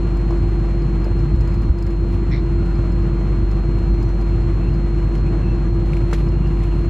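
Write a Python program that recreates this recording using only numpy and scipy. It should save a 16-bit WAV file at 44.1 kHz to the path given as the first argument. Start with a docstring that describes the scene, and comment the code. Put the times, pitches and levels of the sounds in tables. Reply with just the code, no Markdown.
"""Electric train creeping along a platform

From inside the carriage, in stereo: fan motors hum, the converter whines, air rushes from the vents.
The floor rumbles and thumps, panels knock, and the trim ticks, creaks and squeals as it sticks and slips.
Near the end cloth rustles and a fitting clacks shut. The limiter ducks briefly after the heaviest thump."""
import sys
import numpy as np
from scipy import signal
from scipy.fft import rfft, irfft, next_fast_len
from scipy.io import wavfile
from scipy.ndimage import uniform_filter1d

SR = 44100
rng = np.random.default_rng(int(sys.argv[2]) if len(sys.argv) > 2 else 0)


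def output_pcm(signal):
    """Save a mono or channel-first signal as 16-bit PCM at the path in sys.argv[1].

    Samples are clipped to [-1, 1] before scaling.
    """
    pcm = np.clip(np.atleast_2d(signal).T, -1, 1) * 32767
    wavfile.write(sys.argv[1], SR, np.round(pcm).astype(np.int16))


N = 303849
TIME = np.arange(N) / SR
FFT_SIZE = next_fast_len(N)
BIN_HZ = np.maximum(np.fft.rfftfreq(FFT_SIZE, 1 / SR), 1)
CABIN_T60_S = 0.34

# Stereo width at the microphones. Each row: frequency in Hz, side minus mid in dB.
CABIN_WIDTH = [(60, -30.5), (150, -23.5), (350, -16), (600, -13), (1400, -12.5), (2400, -12), (5000, -6.5),
               (8000, -3), (12000, 3)]
# Noise colours of floor, vents, cloth, panels and fitting. Each row: frequency in Hz, relative level in dB.
RUMBLE_SPECTRUM = [(10, -72.5), (24, -62), (36, -71.5), (50, -46.5), (63, -43), (110, -39.5), (150, -45.5),
                   (205, -48.5), (270, -57.5), (320, -50.5), (358, -54), (410, -64), (600, -83.5),
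                   (3000, -160)]
VENT_SPECTRUM = [(200, -75), (470, -64), (560, -69), (660, -67.5), (860, -73.5), (1150, -72), (1780, -80),
                 (2650, -82), (3700, -92.5), (5500, -99), (7500, -98.5), (8900, -110), (12200, -113)]
CLOTH_SPECTRUM = [(800, 0), (2500, 16), (4500, 5), (7600, -3.5), (9000, -4), (12300, -5.5), (13200, -16),
                  (15500, -22.5)]
PANEL_SPECTRUM = [(200, -21.5), (480, 19), (1000, -13), (1500, -3), (2300, -6.5), (4000, -35),
                  (9000, -50.5)]
FITTING_SPECTRUM = [(400, -20), (1200, -10.5), (2400, -0.5), (3400, -7.5), (4700, -11), (7800, -15.5),
                    (8700, -22.5), (12300, -24), (13200, -34.5), (15500, -35)]
# Tones of a seven-bladed fan. Each row: multiple of the shaft rate, level in dB, waver as a share.
FAN_HARMONICS = [(1, -17.5, 0.024), (2, -38.5, 0.096), (3, -32.5, 0.32), (7, -30.5, 0.079),
                 (14, -57.5, 0.35), (16, -55, 0.74)]
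# Hum of the converter and other equipment. Each row: frequency in Hz, level in dB, waver as a share.
HUM_LINES = [(175.2, -35, .3), (260.3, -46, .3), (445, -55, .3), (522, -54, .4), (891.5, -57.5, .3),
             (975.6, -53, .15), (1075.5, -63.5, .3), (1175.6, -61, .3), (1276, -62.5, .3), (1669, -62, .6),
             (1751, -69, .4), (2001, -64.5, 1.5), (3404, -76, .5)]
# Sweeps of cloth. Each row: time of the peak in seconds, level in dB, length in seconds.
CLOTH_SWEEPS = [(2.136, -49.5, 0.082), (5.94, -52, 0.26), (6.187, -49.5, 0.22), (6.644, -52, 0.21),
                (6.797, -55, .22)]
# Faint squeals. Each row: start and length in seconds, first and last pitch in Hz, level in dB,
# pitch jitter in Hz.
FRICTION_SQUEALS = [(2.55, .3, 1430, 1420, -55, 40), (3.05, .35, 1410, 1420, -54.5, 35),
                    (3.82, .45, 6040, 5850, -67.5, 22), (4.6, .1, 2680, 2720, -47, 100),
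                    (5.25, .045, 2560, 2540, -48.5, 100), (5.375, .22, 2680, 2630, -51, 65),
                    (5.43, .14, 6020, 6040, -70.5, 25), (5.5, .2, 1620, 1635, -56, 40),
                    (5.65, .12, 5930, 5880, -70.5, 22), (6.3, .24, 2760, 2820, -50.5, 75),
                    (6.55, .34, 2760, 2800, -56, 90)]
# Resonances of the creak. Each row: frequency and width in Hz, level in dB, weakening in dB per second.
CREAK_RESONANCES = [(2090, 330, -29.5, 215), (3950, 800, -42, 110), (5450, 330, -49, 130)]
# Slips of the trim. Each row: start in seconds, relative level in dB, offset for its snap in dB.
TRIM_SLIPS = [(0.1695, -51.5, -5), (0.3057, -49, -13), (0.3711, -52, -12), (0.4279, -57, -16),
              (0.6579, -53, -18), (0.82, -48, -16), (1.043, -43, -12), (1.1902, -49, -12),
              (1.3588, -56, -6), (1.4072, -47.5, -7), (1.474, -47, -8), (1.5199, -52, -14),
              (1.5409, -48, -10), (1.5803, -52, -15), (1.6202, -51.5, -6), (1.7845, -44, -11),
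              (1.824, -41.5, -11), (1.8642, -46, -8), (1.9046, -50, -6.5), (2.7536, -47, -18),
              (2.9188, -50, -10), (3.0205, -53, -15), (3.1617, -58, -18), (3.5129, -47, -10),
              (4.0262, -46.5, -7.5), (4.0901, -53, -11), (4.2118, -48, -10), (4.4174, -53, -18),
              (4.7406, -49, -11), (5.1771, -49, -16), (6.2856, -48, -13), (6.4712, -49, -13)]
# Upper resonances of the trim. Each row: frequency and width in Hz, relative level in dB.
TRIM_RESONANCES = [(3000, 700, -7), (5300, 500, -4), (6600, 500, -4), (7400, 700, -5), (9900, 900, -11.5),
                   (11700, 900, -9)]
# Thumps underfoot. Each row: time of the peak in seconds, peak in dB, pitch in Hz, half-length in seconds.
FLOOR_THUMPS = [(1.348, -9, 67, 0.014), (1.395, -16, 61, 0.045), (1.707, .5, 56, 0.012),
                (3.443, -11.5, 63, 0.008), (3.921, -18, 52, 0.029)]
# Knocks on the panels. 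Each row: time of the peak in seconds, peak in dB, pitch in Hz,
# half-length in cycles, scatter relative to the peak in dB.
PANEL_KNOCKS = [(.303, -24, 520, .8, -14), (.309, -20, 850, .5, -15), (.3255, -23.5, 720, .55, -13),
                (1.055, -30, 1100, .6, -9), (1.063, -23, 720, .55, -12), (1.0675, -20, 520, 1.0, -13.5),
                (5.153, -32, 2300, 1.0, -16), (5.9345, -26, 2400, 1.9, -15), (5.969, -28, 2300, 1.4, -15),
                (6.1296, -11.5, 1000, .42, -22), (6.1298, -23, 330, .7, -20),
                (6.1318, -19.5, 1600, .6, -16), (6.1338, -23, 2200, .9, -22), (6.137, -22.5, 1500, .8, -14)]
# Hard contacts of the fitting. Each row: start in seconds, level in dB.
FITTING_CONTACTS = [(.3075, -47), (2.655, -50), (3.785, -47), (5.152, -42), (5.262, -50), (5.858, -50),
                    (5.932, -44), (5.967, -44), (6.1125, -43.5), (6.1312, -29), (6.146, -43), (6.635, -44)]


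def from_db(db):
    """Decibels to gain."""
    return 10 ** (np.asarray(db) / 20)


def unit_rms(x):
    """Scale to unit power."""
    return x / np.sqrt(np.mean(x ** 2) + 1e-20)


def colour(points):
    """Gain at every frequency, drawn through a few points of a spectrum."""
    hz, db = np.transpose(points)
    return from_db(np.interp(np.log(BIN_HZ), np.log(hz), db))


def resonances(modes):
    """Gain at every frequency of a few steep-sided resonances."""
    return sum(from_db(db) / (1 + ((BIN_HZ - hz) / width) ** 2) ** 2 for hz, width, db in modes)


def cabin_noise(gain):
    """Coloured noise as it reaches the microphones: nearly mono in the bass, wide in the treble."""
    mid, side = rfft(rng.standard_normal((2, FFT_SIZE))) * gain * np.sqrt(SR / 2)
    side = side * colour(CABIN_WIDTH)
    return irfft([mid + side, mid - side], FFT_SIZE)[:, :N]


def drift(rate_hz):
    """Smooth random motion of unit spread, mostly slower than the given rate."""
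    spectrum = rfft(rng.standard_normal(FFT_SIZE)) / (1 + (BIN_HZ / rate_hz) ** 2) ** 2
    return unit_rms(irfft(spectrum, FFT_SIZE)[:N])


def tone(phase, level_db, waver, rate_hz):
    """A steady tone whose strength and phase waver."""
    line = (1 + waver * drift(rate_hz)) * np.sin(phase) + waver * drift(rate_hz) * np.cos(phase)
    return from_db(level_db) * unit_rms(line)


def bursts(blows, rise_s, t60_s, tail_db):
    """Envelope of blows: a quick rise, a short ring and the cabin's weaker tail."""
    power = np.zeros(N)
    for start, db in blows:
        at = int(start * SR)
        age = TIME[:min(SR // 2, N - at)]
        attack = 1 - np.exp(-age / rise_s)
        decay = from_db(-60 * age / t60_s) + from_db(tail_db - 60 * age / CABIN_T60_S)
        power[at:at + len(age)] += (from_db(db) * attack * decay) ** 2
    return np.sqrt(power)


def pulse(peak_s, db, hz, half_length_s):
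    """A push of only a few cycles under a bell-shaped envelope."""
    age = TIME - peak_s
    return -from_db(db) * np.cos(2 * np.pi * hz * age) * np.exp(-(age / half_length_s) ** 2)


def panned(x, right_db):
    """Place a sound between the microphones by the level of right over left."""
    return x * from_db(np.array([[-right_db], [right_db]]) / 2)


def floor_rumble():
    """Running noise comes up through the floor with a slight, slow sway."""
    return cabin_noise(colour(RUMBLE_SPECTRUM)) * from_db(-1.27 + 0.87 * drift(3.2))


def standing_waves(depth_db=1.1, width_hz=70):
    """Gain at every frequency of the small peaks and dips between the walls, shallower in the bass."""
    bins = int(width_hz * N / SR)
    uneven = rng.standard_normal(len(BIN_HZ))
    ripple = uniform_filter1d(uniform_filter1d(uneven, bins), bins)
    return from_db(depth_db * unit_rms(ripple) * np.minimum(BIN_HZ / 1500, 1))


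def vent_air(top_hz=12500):
    """Turbulent air flutters out of the vents, coloured by the cabin's standing waves."""
    lowpass = 1 / np.sqrt(1 + (BIN_HZ / top_hz) ** 60)
    air = cabin_noise(colour(VENT_SPECTRUM) * lowpass * standing_waves())
    flutter = from_db(-0.38 + drift(36))
    return panned(air * flutter, right_db=0.45)


def fan_motor(shaft_hz=48.67):
    """Shaft unbalance gives the deep hum; the blades give higher, fluttering tones, a little to the left."""
    speed_hz = shaft_hz * (1 + 0.00042 * drift(1))
    shaft = 2 * np.pi * np.cumsum(speed_hz) / SR
    hum = sum(tone(k * shaft, db, waver, rate_hz=1.7) for k, db, waver in FAN_HARMONICS[:3])
    blades = sum(tone(k * shaft, db, waver, rate_hz=9) for k, db, waver in FAN_HARMONICS[3:])
    return hum + panned(blades, right_db=-1.55)


def converter(switching_hz=4200.2):
    """Magnetic hum and the pure switching whine, near the centre."""
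    hum = sum(tone(2 * np.pi * hz * TIME, db, waver, rate_hz=17) for hz, db, waver in HUM_LINES)
    whine = tone(2 * np.pi * switching_hz * TIME, level_db=-54, waver=0.065, rate_hz=2.8)
    return hum + panned(whine, right_db=-0.1)


def cloth_rustle(swell_share=0.57, edge_db=-12):
    """Cloth fibres slide in small clumps; each sweep swells to a peak and dies away."""
    power = np.zeros(N)
    for peak_s, db, length in CLOTH_SWEEPS:
        part = (TIME - peak_s) / length
        from_peak = np.maximum(-part / swell_share, part / (1 - swell_share))   # 1 at either end
        power += from_db(db + edge_db * from_peak) ** 2
    clumps = from_db(2 * drift(150))
    return unit_rms(cabin_noise(colour(CLOTH_SPECTRUM))) * np.sqrt(power) * clumps


def squeals(flutter_db=4):
    """Thin friction tones swell, stutter and fade as they glide; pitch jitter makes the lower ones rasp."""
    out = np.zeros(N)
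    jitter = drift(260)
    grip = unit_rms(from_db(flutter_db * drift(60)))
    for start, length, first_hz, last_hz, db, jitter_hz in FRICTION_SQUEALS:
        on = (TIME > start) & (TIME < start + length)
        part = (TIME[on] - start) / length
        hz = first_hz + (last_hz - first_hz) * part + jitter_hz * jitter[on]
        swell = np.sqrt(2 * np.sin(np.pi * part))
        out[on] += from_db(db) * swell * np.sin(2 * np.pi * np.cumsum(hz) / SR)
    return out * grip


def creak(start_s=2.309, attack_s=0.018, hold_s=0.052, t60_s=0.2, slips_per_s=150):
    """A short rub grips, holds and lets go; stick and slip drives three resonances, the lowest fading first."""
    age = np.maximum(TIME - start_s, 0)
    grip = np.minimum(age / attack_s, 1)
    release = from_db(-60 * np.maximum(age - attack_s - hold_s, 0) / t60_s)
    slips = np.cumsum(slips_per_s * np.exp(0.25 * drift(100))) / SR
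    rasp = unit_rms(1 + 0.6 * np.cos(2 * np.pi * slips))
    rub = np.zeros((2, N))
    for hz, width, db, sag_db_per_s in CREAK_RESONANCES:
        band = unit_rms(cabin_noise(resonances([(hz, width, 0)])))
        rub += band * from_db(db - sag_db_per_s * age)
    return rub * grip * rasp * release


def trim_ticks(faint_per_s=2, ring_hz=4890, rise_s=0.001, t60_s=0.036):
    """Plastic trim slips in tiny steps, each setting off a rough ring and a bright snap."""
    draws = rng.random((int(faint_per_s * N / SR), 2))
    faint = [(when * TIME[-1], -61 + 5 * force, -14.5) for when, force in draws]
    slips = list(TRIM_SLIPS) + faint
    rings = [(start, db) for start, db, _ in slips]
    snaps = [(start, db + snap_db) for start, db, snap_db in slips]
    rough_hz = ring_hz + 250 * drift(800)
    ring = np.sin(2 * np.pi * np.cumsum(rough_hz) / SR) * bursts(rings, rise_s, t60_s, tail_db=-36)
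    snap = unit_rms(cabin_noise(resonances(TRIM_RESONANCES))) * bursts(snaps, rise_s, t60_s, tail_db=-34)
    return from_db(2) * ring + from_db(8) * snap


def floor_thumps():
    """Heavy, low pushes come through the floor, the same in both microphones."""
    return sum(pulse(*thump) for thump in FLOOR_THUMPS)


def panel_knocks():
    """Each knock reaches the microphones as one pulse, followed by its scatter off seats and walls."""
    direct = sum(pulse(peak_s, db, hz, cycles / hz) for peak_s, db, hz, cycles, _ in PANEL_KNOCKS)
    echoes = [(peak_s, db + scatter_db) for peak_s, db, _, _, scatter_db in PANEL_KNOCKS]
    scatter = unit_rms(cabin_noise(colour(PANEL_SPECTRUM)))
    return direct + scatter * bursts(echoes, rise_s=0.002, t60_s=0.06, tail_db=-17.5)


def fitting_clatter():
    """The fitting is touched a few times and snaps home, each hard contact a bright burst."""
    envelope = bursts(FITTING_CONTACTS, rise_s=0.0003, t60_s=0.065, tail_db=-23.5)
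    return unit_rms(cabin_noise(colour(FITTING_SPECTRUM))) * envelope


def scene():
    """A bed of steady machinery with the knocks and small sounds of the carriage on top."""
    bed = fan_motor() + converter() + floor_rumble() + vent_air()
    impacts = floor_thumps() + panel_knocks() + fitting_clatter()
    friction = trim_ticks() + creak() + squeals() + cloth_rustle()
    return bed + impacts + friction


def record(dry):
    """The recorder's limiter catches the heaviest peaks and lets go quickly, then slowly; the top is cut."""
    ceiling_db, quick_s, slow_s, cutoff_hz = -5, 0.085, 0.3, 16500
    peak_db = 20 * np.log10(np.abs(dry).max(axis=0) + 1e-9)
    over_db = np.maximum(peak_db - ceiling_db, 0)
    quick, slow = (np.maximum.accumulate(over_db * np.exp(TIME / release)) * np.exp(-TIME / release)
                   for release in (quick_s, slow_s))
    held_db = 0.6 * quick + 0.4 * slow
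    duck_db = uniform_filter1d(uniform_filter1d(held_db, size=400), size=400, origin=-150)   # looks ahead
    lowpass = signal.cheby2(12, 70, cutoff_hz, fs=SR, output="sos")
    return signal.sosfilt(lowpass, dry * from_db(-duck_db))


dry = scene()
out = record(dry)
output_pcm(out)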